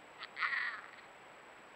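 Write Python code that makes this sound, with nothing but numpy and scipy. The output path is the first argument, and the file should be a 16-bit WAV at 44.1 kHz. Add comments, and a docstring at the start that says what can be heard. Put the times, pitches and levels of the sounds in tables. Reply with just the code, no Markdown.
"""A mountain lion in a clearing, heard through the narrow-band microphone of a trail camera.
The camera's own hiss and thin, buzzing whine run from the start. The cat gives a short creak that slows
to clicks, then one hoarse cry that swells, sags in pitch and sputters out in clicks and rasps of air.
Uneven vocal-fold pulses and a little turbulent air ring its throat and mouth.
The voice is well forward; behind it the trees answer faintly."""
import sys
import numpy as np
from scipy import signal
from scipy.fft import rfft, irfft
from scipy.io import wavfile

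SR = 44100
rng = np.random.default_rng(int(sys.argv[2]) if len(sys.argv) > 2 else 0)


def master(y):
    """Save y as 16-bit WAV."""
    cut = np.clip(np.atleast_2d(y).T, -1, 1)
    pcm = np.round(cut * 32767)  # scale
    wavfile.write(sys.argv[1], SR, pcm.astype(np.int16))


N = 77175

# upper resonances of the throat and mouth: centre_hz, width_hz, relative_db
UPPER_RESONANCES = [(2750, 360, -23), (3360, 550, -9), (3790, 580, -12.5), (4036, 480, -14.5),
                    (4390, 300, -17)]
SCATTER = .02  # pulse-to-pulse spread of a resonance at full roughness, as a share of its frequency
CREAK_GAIN_DB, VOICE_GAIN_DB = 9, 10  # on top of the tabled levels: creak; cry and clicks


def amp(db):
    """Decibels to gain."""
    return 10 ** (np.asarray(db) / 20)


def unit(x):
    """Scale to rms 1."""
    return x / np.sqrt(np.mean(x ** 2) + 1e-20)


def at(rows, times):
    """Each column of a curve at the given times."""
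    knots, *columns = np.transpose(rows)
    return [np.interp(times, knots, column) for column in columns]


def noise(colour):
    """Noise of rms 1 with a (frequency_hz, level_db) colour, falling steeply above its last point."""
    knots_hz, db = np.transpose(colour)
    hz = np.fft.rfftfreq(N, 1 / SR)
    gain = amp(np.interp(np.log(hz + 1), np.log(knots_hz), db)) / (1 + (hz / knots_hz[-1]) ** 12)
    return unit(irfft(rfft(rng.standard_normal(N)) * gain, N))


def cut(x, hz, kind, order):
    """Causal high-pass or low-pass."""
    return signal.sosfilt(signal.butter(order, hz, kind, fs=SR, output="sos"), x)


def camera_hiss(hiss_db=-56.5, fizz_db=-84.5):
    """The camera's noise floor: steady midrange hiss over a faint white fizz."""
    # spectrum of the hiss: frequency_hz, relative_db
    colour = [(15, -61.5), (25, -21), (131, -9), (196, -5.5), (258, -6.5), (316, -2.5), (362, -3.5),
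              (433, -2), (475, -1.5), (508, -1.5), (730, 0), (2320, -5.5), (5600, -29.5), (7280, -64.5),
              (12300, -120)]
    return amp(hiss_db) * noise(colour) + amp(fizz_db) * rng.standard_normal(N)


def camera_whine(whine_hz=7796, flip_hz=29.68, lopsided=.3):
    """A lopsided electronic whine whose polarity flips with a tick about sixty times a second."""
    t = np.arange(N) / SR
    phase = 2 * np.pi * whine_hz * t
    polarity = np.sign(np.sin(2 * np.pi * flip_hz * (t - .003)))  # two flips a cycle
    buzz = cut((polarity + lopsided) * np.sin(phase), 12000, "low", order=4)
    edges = np.diff(polarity, prepend=polarity[0])
    ticks = cut(cut(edges, 4800, "high", order=2), 7200, "low", order=6)
    overtone = np.sin(2 * phase)
    return amp(-76) * unit(buzz) + amp(-88) * unit(ticks) + amp(-95.5) * unit(overtone)


def fold_closings(curve):
    """The times at which the vocal folds close, once in each cycle of the pulse rate."""
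    t = np.arange(curve[0][0], curve[-1][0], 1 / SR)
    cycles = np.cumsum(at(curve, t)[0]) / SR
    return np.interp(np.arange(.5, cycles[-1]), cycles, t)


def ring_throat(times, pulse_db, resonances, air_db=-11, air_decay_s=.0008, rise_s=.00035):
    """Each pulse lets out a puff of air and rings the (centre_hz, width_hz, relative_db) resonances."""
    index = np.ceil(times * SR).astype(int)[:, None] + np.arange(1024)  # one row a pulse
    age = index / SR - times[:, None]
    column = lambda v: np.reshape(v, (-1, 1))
    wave = amp(air_db) * rng.standard_normal(age.shape) * np.exp(-age / air_decay_s)
    for hz, width, db in resonances:
        envelope = column(amp(db)) * np.exp(-np.pi * column(width) * age)
        wave += envelope * np.sin(2 * np.pi * column(hz) * age)
    wave = wave * (1 - np.exp(-age / rise_s)) * column(amp(pulse_db))
    return np.bincount(index.ravel(), wave.ravel(), N)[:N]


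def creak():
    """Faint vocal-fold pulses grow and slow down."""
    # course of the creak: time_s, pulse_rate_hz, relative_db
    course = [(.183, 210, -59), (.2, 208, -53), (.215, 200, -45.5), (.227, 180, -46)]
    # throat resonances: centre_hz, width_hz, relative_db
    resonances = [(1300, 66, -3.5), (2000, 180, 0), (2600, 630, 6), (3400, 130, -15.5), (4490, 130, -15)]
    times = fold_closings(course)
    throat = [(hz * (1 + SCATTER * rng.standard_normal(len(times))), width, db)
              for hz, width, db in resonances]
    return ring_throat(times, at(course, times)[1] + CREAK_GAIN_DB, throat)


def clicks():
    """As the creak and the cry end, the folds close so slowly that each pulse stands apart."""
    # single closings: start_s, relative_db, upper_resonances_db
    closings = [(.2298, -38, 12), (.2368, -37, 10), (.2462, -35, 4), (.8425, -41, -8), (.859, -45, -7),
                (.888, -45, -6), (.93, -43, -6), (.94, -42, -6)]
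    # lower throat resonances: centre_hz, width_hz, relative_db
    lower = [(1320, 220, -10), (1900, 260, -3)]
    times, pulse_db, upper_db = np.transpose(closings)
    upper = [(hz, width, db + upper_db) for hz, width, db in UPPER_RESONANCES]
    return ring_throat(times, pulse_db + VOICE_GAIN_DB, lower + upper)


def cry(jitter_periods=.055, shimmer_db=5, alternate_db=.6, stray_db=-10):
    """Rough pulses through a mouth that slowly closes; where hoarse, stray closings fall between them."""
    # vibration of the folds: time_s, pitch_hz, roughness_0_to_1
    pitch = [(.361, 118, .05), (.383, 148, .08), (.41, 162, .15), (.43, 190, .8), (.47, 270, 1),
             (.515, 278, .4), (.545, 268, .5), (.57, 270, .7), (.62, 250, .9), (.66, 240, .7),
             (.69, 236, .3), (.75, 214, .25), (.81, 187, .7), (.91, 180, 1)]
    # effort behind the cry: time_s, relative_db
    effort = [(.361, -42), (.391, -35.5), (.4, -31.5), (.447, -29.5), (.465, -36), (.495, -40.5),
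              (.535, -34.5), (.552, -37), (.575, -35), (.6, -39.5), (.693, -40.5), (.706, -47),
              (.74, -39.5), (.765, -50), (.79, -43), (.808, -52), (.89, -55), (.91, -65)]
    # mouth resonances: time_s, main_hz, main_width_hz, lowest_hz, low_pair_db, upper_resonances_db
    mouth = [(.361, 2020, 290, 1300, -35, 4.5), (.398, 2000, 314, 1390, -22, -0.5),
             (.418, 2044, 320, 1343, -12, 3), (.448, 1824, 282, 1256, -8, -4.5),
             (.472, 2000, 223, 1237, -13.5, 0.5), (.54, 1890, 158.4, 1120, -12.5, -0.5),
             (.68, 1847, 125, 1162, -9, 3), (.745, 1687, 220, 1260, -7.5, 0.5),
             (.8, 1640, 281.9, 1274, -9.5, -7), (.91, 1720, 300, 1250, -5, -2)]
    times = fold_closings(pitch)
    pitch_hz, rough = at(pitch, times)
    late, size, low_shift, main_shift, upper_shift, stray = rough * rng.standard_normal((len(times), 6)).T
    main_hz, main_width_hz, lowest_hz, low_db, upper_db = at(mouth, times)
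    lower = [(lowest_hz * (1 + SCATTER * low_shift), 130, low_db),
             (1410, 150, low_db + 2),
             (main_hz * (1 + SCATTER * main_shift), main_width_hz, 0)]
    upper = [(hz * (1 + SCATTER * upper_shift), width, db + upper_db)
             for hz, width, db in UPPER_RESONANCES]
    pulse_db = at(effort, times)[0] + VOICE_GAIN_DB
    stray_times = times + (.5 + .3 * np.tanh(stray)) / pitch_hz
    strays = ring_throat(stray_times, pulse_db + stray_db + 20 * np.log10(rough), lower)
    # pulses vary at random in size, and run strong and weak in turn
    uneven_db = shimmer_db * np.tanh(size) + alternate_db * rough * (-1) ** np.arange(len(times))
    jittered_times = times + jitter_periods * late / pitch_hz
    return ring_throat(jittered_times, pulse_db + uneven_db, lower + upper) + strays


def rasps():
    """The cry ends in toneless puffs of air."""
    # puffs: centre_s, half_length_s, level_db
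    puffs = [(0.94, 0.008, -63.5), (0.989, 0.0092, -52), (1.038, 0.011, -59.5)]
    # spectrum of the breath: frequency_hz, relative_db
    colour = [(700, -41), (1300, -8), (1700, -1.5), (2080, 4.5), (2500, -11), (3500, -12.5), (4500, -8),
              (5500, -25)]
    t = np.arange(N) / SR
    envelope = sum(amp(db) * np.exp(-.5 * ((t - centre) / half) ** 2) for centre, half, db in puffs)
    return noise(colour) * envelope


def trees(voice, echo_db=-19, t60_s=.2):
    """The surrounding trees scatter a short, faint tail back to the microphone."""
    t = np.arange(SR // 2) / SR
    tail = rng.standard_normal(len(t)) * amp(-60 * t / t60_s)
    return amp(echo_db) * signal.fftconvolve(voice, tail / np.linalg.norm(tail))[:N]


def scene():
    """The cat in the clearing, in mono."""
    voice = creak() + clicks() + cry() + rasps()
    return (voice + trees(voice))[None]


def record(dry):
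    """The trail camera: a thin microphone band with slight overload, its own noise and its band limit."""
    overload_db, leak_db, top_hz = -15, -52, 15750
    bassless = cut(dry, 1090, "high", order=7)
    thin = cut(bassless, 4450, "low", order=14) + amp(leak_db) * bassless  # a trace of treble gets past
    squashed = thin / np.sqrt(1 + (thin / amp(overload_db)) ** 2)
    heard = cut(squashed, 5800, "low", order=5) + camera_hiss() + camera_whine()
    return irfft(rfft(heard) * (np.fft.rfftfreq(N, 1 / SR) < top_hz), N)


dry = scene()
out = record(dry)
master(out)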